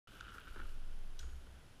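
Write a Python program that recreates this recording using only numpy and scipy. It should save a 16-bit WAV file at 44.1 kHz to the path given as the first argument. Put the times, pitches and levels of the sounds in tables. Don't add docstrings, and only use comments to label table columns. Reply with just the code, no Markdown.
import sys
import numpy as np
from scipy import signal
from scipy.fft import rfft, irfft
from scipy.io import wavfile
from scipy.ndimage import uniform_filter1d

SR = 44100
rng = np.random.default_rng(int(sys.argv[2]) if len(sys.argv) > 2 else 0)


def volts_from_decibels(level):
    exponent = np.asarray(level, float) / 20
    return 10 ** exponent


def waveform_to_disk(signal):
    frames = np.transpose(np.atleast_2d(signal))
    scaled = np.clip(frames, -1, 1) * 32767
    samples = np.round(scaled).astype(np.int16)
    wavfile.write(sys.argv[1], SR, samples)


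N = 79380

# frequency in Hz, level in dB.
AIR_SPECTRUM = [(18, -10), (90, 4), (330, -6.5), (1000, -12.5), (2200, -16.5), (5000, -21.5),
                (10500, -29.5), (15200, -35)]
# frequency in Hz, width in Hz, level in dB.
INSECT_HAZE = [(10050, 400, -83), (3100, 770, -81), (1460, 310, -78)]
# frequency in Hz, rms level in dB.
WHINE_TONES = [(10429, -93), (12646, -99), (5432, -96)]
# time in seconds, then grit, gravel and leaf levels in dB.
TYRE_LEVELS = [(.07, -66, -68, -83), (.15, -59, -66, -71), (.19, -61.5, -67, -76), (.25, -59.5, -65.5, -80),
               (.3, -60.5, -65.5, -81.5), (.35, -59.5, -68, -68.5), (.42, -63, -66, -80),
               (.48, -58.5, -66.5, -78), (.53, -62.5, -67.5, -74), (.6, -58.5, -67, -76),
               (.665, -65.5, -69, -76), (.71, -65, -71, -72), (.8, -69.5, -74.5, -84),
               (1.15, -90, -77.5, -83), (1.22, -68.5, -72.5, -81), (1.4, -80, -76.5, -79.5),
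               (1.53, -76, -79, -92), (1.8, -97, -82, -99)]
# frequency in Hz, density in dB per Hz.
GRAVEL_SPECTRUM = [(150, 11), (500, -5.5), (1000, -17), (2000, -2), (3000, 9), (3700, 0), (6000, -17),
                   (12000, -31.5)]
# frequency in Hz, density in dB per Hz.
LEAF_SPECTRUM = [(3000, -9), (5000, 0.5), (7500, -4.5), (11000, -3), (13000, -3), (15000, -17.5)]
# frequency in Hz, width in Hz, level in dB.
HOUSING_MODES = [(1351.7, 210, 1), (1565, 286, -3)]
# time in seconds, level in dB.
SWAY_LEVELS = [
    (.07, -63),
    (.42, -62.5),
    (.52, -50.5),
    (.62, -42),
    (.75, -39.5),
    (1.0, -39),
    (1.3, -45),
    (1.55, -61),
    (1.8, -59.5),
]
# time in seconds, level in dB.
SHAKE_LEVELS = [(.09, -67.5), (.2, -59), (.32, -57), (.41, -63), (.49, -58.5), (.54, -62), (.62, -56.5),
                (.7, -56.5), (.86, -59), (1.1, -70.5), (1.25, -56.5), (1.5, -64), (1.8, -76)]
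# start in seconds, peak in dB, relative top end in dB, length in seconds.
CRACK_EVENTS = [(.152, -58, -12, .001), (.173, -56, -14, .001), (.1955, -54, -10, .0015),
                (.204, -50, -16, .0006), (.2086, -43, -5, 0.00048), (.2098, -49.5, -8, .0008),
                (.241, -57, -14, .001), (.2705, -58, -14, .001), (.280, -54, -14, .001),
                (.2873, -54, -12, .001), (.2903, -55, -12, .0015), (.304, -58, -3, 0.0022),
                (.3826, -48, -11, 0.00095), (.407, -53, -16, .001), (.4147, -54, -17, .0012),
                (.4717, -55, -14, .001), (.482, -54.5, -9, .0012), (.488, -59, -14, .001),
                (.4945, -59, -17, .001), (.5465, -58, -4, 0.0022), (.560, -57, -12, .003),
                (.581, -61, 0, .001), (.599, -57, -12, .003), (.616, -59, -12, .002),
                (1.2303, -57.5, -10, .003)]
# start in seconds, peak in dB, pitch in Hz, length in seconds.
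RATTLE_EVENTS = [(0.2079, -39.7, 1436, 0.0057), (0.2273, -53, 1390, 0.0029), (0.2664, -48, 1460.0, 0.0047),
                 (0.2812, -48.8, 1460.0, 0.0035), (0.289, -47, 1450, 0.0046),
                 (0.294, -46.8, 1470.0, 0.0029), (0.3005, -51.2, 1470, 0.0038), (0.319, -48, 1396, 0.0068),
                 (0.3408, -50.4, 1410.0, 0.0042), (0.3419, -49.6, 1383, 0.01),
                 (0.3521, -50.3, 1370.0, 0.0028), (0.3594, -51.8, 1460, 0.0052),
                 (0.3625, -52.1, 1370.0, 0.003), (0.3713, -49.3, 1430.0, 0.0029),
                 (0.3744, -54, 1480.0, 0.0027), (0.3821, -41, 1390.0, 0.005), (0.3867, -46.5, 1410, 0.0025),
                 (0.4, -49, 1440.0, 0.004), (0.416, -51.5, 1470, 0.0037), (0.4329, -51.8, 1460.0, 0.0035),
                 (0.4712, -49, 1380, 0.0023), (0.4757, -47, 1370.0, 0.0053),
                 (0.4813, -46.5, 1460.0, 0.0051), (0.489, -51.1, 1490, 0.0042),
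                 (0.5219, -48.5, 1460, 0.002), (0.524, -49, 1410.0, 0.0051), (0.5605, -44.5, 1450, 0.0029),
                 (0.5674, -52.3, 1360.0, 0.003), (0.5717, -46.5, 1460.0, 0.0046),
                 (0.5758, -49, 1520, 0.0022), (0.5929, -44.5, 1375, 0.0056), (0.599, -43.5, 1406, 0.0091),
                 (0.6158, -45.5, 1440, 0.0064), (0.6292, -52.5, 1420, 0.0116), (0.6552, -52, 1380, 0.0048),
                 (1.1942, -57, 1470.0, 0.0035), (1.199, -60, 1620.0, 0.0016), (1.2, -56, 1510, 0.0105),
                 (1.21, -59.3, 1620.0, 0.0019), (1.228, -57, 1410, 0.011), (1.2378, -60.0, 1440.0, 0.0017),
                 (1.2413, -61, 1350.0, 0.0034), (1.2678, -63, 1490.0, 0.0028),
                 (1.285, -61.6, 1420.0, 0.0022), (1.2887, -62, 1440, 0.0045), (1.2959, -61, 1460.0, 0.0041),
                 (1.325, -61.6, 1570.0, 0.0041), (1.3306, -57, 1405, 0.0055)]
# start in seconds, peak in dB, length in seconds.
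THUMP_EVENTS = [(.267, -60, 0.0044), (.346, -55, .003), (0.359, -53.5, .003), (.372, -54, .003),
                (.476, -54.5, .004), (.560, -49, 0.0036), (.564, -46.5, 0.0062), (.576, -54, .003),
                (.595, -50, 0.0059), (.601, -50, 0.0087), (.625, -53, 0.007), (.638, -54, .004),
                (.652, -57, .006), (1.239, -57, 0.013), (1.279, -57.5, 0.005), (1.468, -57, .005)]
# start in seconds, level in dB, second ring in Hz.
PAWL_TICKS = [
    (0.2684, -67, 10110),
    (0.2938, -70, 8000),
    (0.3243, -64, 10200),
    (0.3477, -68, 11200),
    (0.3742, -62, 10100),
    (0.4011, -56, 9900),
    (0.429, -67, 9860),
    (0.4545, -59, 11980),
    (0.4809, -61, 8500),
    (0.5104, -61, 6990),
]
PAWL_PITCHES = (13800, 14440)
# frequency in Hz, rms level in dB, length in seconds, arrival in seconds.
SOIL_THUDS = [
    (42, -50, 0.049, .486),
    (62.3, -52.5, 0.057, .574),
    (61, -49.5, 0.034, .632),
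    (60, -45.5, 0.11, 1.2075),
    (62, -48.5, 0.14, 1.300),
    (63.9, -58.5, 0.21, 1.4397),
]
# start in seconds, level in dB.
ROCK_CONTACTS = [
    (1.1908, -56.5),
    (1.1921, -50),
    (1.1943, -50),
    (1.1963, -59),
]
# frequency in Hz, level in dB, 60 dB decay in seconds.
FRAME_MODES = [(2950, -6, .018), (3320, -2, .02), (3980, 2, .02), (4550, -4, .01), (5400, -4, .022),
               (6010, 1, .016), (7100, -9, .01), (8200, -11, .035), (10300, -17, .01), (11900, -17, .01),
               (13200, -13, .01), (14500, -15, .01)]
# frequency in Hz, level in dB, 60 dB decay in seconds.
SPOKE_MODES = [(6720, -67.5, .8), (6770, -64, .25), (8230, -74, .3), (5410, -67, .09), (3320, -67, .07)]

GRIT_PER_S, GRIT_SPREAD_DB = 3000, 2.5


def evened(x):
    return x / np.sqrt(np.mean(x ** 2) + 1e-20)


def curve(table, column):
    rows = np.array(table)
    return volts_from_decibels(np.interp(np.arange(N) / SR, rows[:, 0], rows[:, column]))


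def add(mix, s, sound):
    part = mix[round(s * SR):][:len(sound)]
    part += sound[:len(part)]


def resonate(x, hz, width):
    return signal.lfilter(*signal.iirpeak(hz, hz / width, SR), x)


def coloured(x, points):
    hz, db = np.transpose(points)
    log_hz = np.log(np.fft.rfftfreq(N, 1 / SR) + 1)
    gain = volts_from_decibels(np.interp(log_hz, np.log(hz), db, left=-60))
    return evened(irfft(rfft(x) * gain, N))


def band(x, lo_hz, hi_hz):
    return signal.sosfilt(signal.butter(2, [lo_hz, hi_hz], "band", fs=SR, output="sos"), x)


def decaying(t, db, t60):
    return volts_from_decibels(db - 60 * t / t60)


def grains(per_s, spread_db):
    clump = volts_from_decibels(1.8 * evened(uniform_filter1d(rng.standard_normal(N), size=300)))
    click = rng.standard_normal(N)
    size = volts_from_decibels(spread_db * np.minimum(rng.exponential(1, N), 3))
    struck = rng.random(N) < per_s / SR
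    return clump * click * size * struck


def forest():
    t = np.arange(N) / SR
    out = volts_from_decibels(-63) * coloured(rng.standard_normal(N), AIR_SPECTRUM)
    for hz, width, db in INSECT_HAZE:
        haze = resonate(resonate(rng.standard_normal(N), hz, width), hz, width)
        out += volts_from_decibels(db) * evened(haze)
    for hz, db in WHINE_TONES:
        out += np.sqrt(2) * volts_from_decibels(db) * np.sin(2 * np.pi * hz * t)
    return out


def housing(x):
    out = np.zeros(len(x))
    for k, (hz, width, db) in enumerate(HOUSING_MODES):
        out += (-1) ** k * volts_from_decibels(db) * resonate(resonate(x, hz, width), hz, 1200)
    return out


def tyres():
    grit = volts_from_decibels(-2.5) * evened(housing(grains(3 * GRIT_PER_S, .5 * GRIT_SPREAD_DB)))
    roll = volts_from_decibels(-12.5) * evened(band(grains(GRIT_PER_S, GRIT_SPREAD_DB), 120, 407))
    gravel = coloured(grains(2 * GRIT_PER_S, GRIT_SPREAD_DB), GRAVEL_SPECTRUM)
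    leaves = coloured(grains(3 * GRIT_PER_S, GRIT_SPREAD_DB), LEAF_SPECTRUM)
    out = curve(TYRE_LEVELS, column=1) * (grit + roll)
    out += curve(TYRE_LEVELS, column=2) * gravel
    return out + curve(TYRE_LEVELS, column=3) * leaves


def mount_sway():
    sway_hz, crest_s = 17.2, .925
    t = np.arange(N) / SR
    return np.sqrt(2) * curve(SWAY_LEVELS, column=1) * np.cos(2 * np.pi * sway_hz * (t - crest_s))


def soil_rumble():
    shake = band(band(rng.standard_normal(N), 28, 76.0), 24, 75.5)
    return curve(SHAKE_LEVELS, column=1) * evened(shake)


def cracks():
    out, t = np.zeros(N), np.arange(1500) / SR
    for s, db, top_db, length in CRACK_EVENTS:
        snap = rng.standard_normal(1500) * np.exp(-t / np.clip(length, .0002, .01))
        body = band(band(snap, 2200, 3700), 1900, 4500)
        top = band(band(snap, 4200, 9000), 3500, 10500)
        add(out, s, volts_from_decibels(db + 1.5) * (body / abs(body).max() + volts_from_decibels(top_db) * top / abs(top).max()))
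    return out


def rattles():
    out, t = np.zeros(N), np.arange(1500) / SR
    for s, db, hz, length in RATTLE_EVENTS:
        noise = rng.standard_normal(1500)
        swell = np.sin(np.pi * np.minimum(t / length, 1) ** .7)
        rough = .25 * evened(band(noise, 1150, 1900))
        ring = np.sin(2 * np.pi * (hz * t + noise[0]))
        add(out, s, volts_from_decibels(db - 1) * swell * (ring + rough))
    return out


def thumps():
    out, t = np.zeros(N), np.arange(1500) / SR
    for s, db, length in THUMP_EVENTS:
        blow = rng.standard_normal(1500) * np.exp(-t / np.clip(length, .001, .015))
        dull, edge = band(blow, 190, 560), band(blow, 560, 1200)
        add(out, s, volts_from_decibels(db) * (dull / abs(dull).max() + volts_from_decibels(-4) * edge / abs(edge).max()))
    return out


def freewheel():
    out, t = np.zeros(N), np.arange(900) / SR
    for s, db, hz in PAWL_TICKS:
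        ring = sum(np.sin(2 * np.pi * f * t) for f in PAWL_PITCHES) / 2
        ring += volts_from_decibels(-6) * np.sin(2 * np.pi * hz * t)
        add(out, s, decaying(t, db, .011) * np.minimum(t / 0.00031, 1) * ring)
    return out


def soil_thuds():
    out, t = np.zeros(N), np.arange(N) / SR
    for hz, db, length, s in SOIL_THUDS:
        swell = np.sin(np.pi * np.minimum(t / length, 1) ** .65)
        add(out, s, np.sqrt(2) * volts_from_decibels(db) * swell * np.sin(2 * np.pi * hz * t))
    return out


def frame_clink():
    out, t = np.zeros(N), np.arange(SR // 2) / SR
    phases = rng.random((len(ROCK_CONTACTS), len(FRAME_MODES)))
    for (s, db), turns in zip(ROCK_CONTACTS, phases):
        burst = rng.standard_normal(len(t)) * np.exp(-t / .0012)
        sound = volts_from_decibels(2) * band(band(burst, 2840, 6150), 2450, 15000)
        for (hz, mode_db, t60), turn in zip(FRAME_MODES, turns):
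            sound += decaying(t, mode_db, t60) * np.sin(2 * np.pi * (hz * t + turn))
        add(out, s, volts_from_decibels(db) * np.minimum(t / 0.00036, 1) * sound)
    return out


def tree_echo():
    out, t = np.zeros(N), np.arange(SR // 2) / SR
    tail = evened(band(rng.standard_normal(len(t)), 2800, 7600))
    add(out, ROCK_CONTACTS[1][0], decaying(t, -62.5, .42) * tail)
    return out


def spoke():
    out, t = np.zeros(N), np.arange(SR // 2) / SR
    for k, (hz, db, t60) in enumerate(SPOKE_MODES):
        wobble_db = 2.5 * evened(uniform_filter1d(rng.standard_normal(len(t)), size=300))
        level = decaying(t, db + wobble_db, t60) * np.minimum(t / .003, 1)
        add(out, 1.1985, (-1) ** k * level * np.sin(2 * np.pi * hz * t))
    return out


def scene():
    out = forest() + tyres()
    out += cracks() + thumps() + rattles() + freewheel()
    out += frame_clink() + spoke() + tree_echo()
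    out += mount_sway() + soil_rumble() + soil_thuds()
    return out[None]


def band_limit(x):
    return signal.sosfilt(signal.butter(12, 15250, fs=SR, output="sos"), x)


def record(dry):
    start_s, edge_hz = 0.073, 15250
    opening = np.clip((np.arange(N) / SR - start_s) / 0.00017, 0, 1)
    lowpass = signal.firwin(511, edge_hz, window=("kaiser", 9), fs=SR)
    mix = signal.oaconvolve(dry * opening, lowpass[None], "same")
    return band_limit(mix)


dry = scene()
out = record(dry)
waveform_to_disk(out)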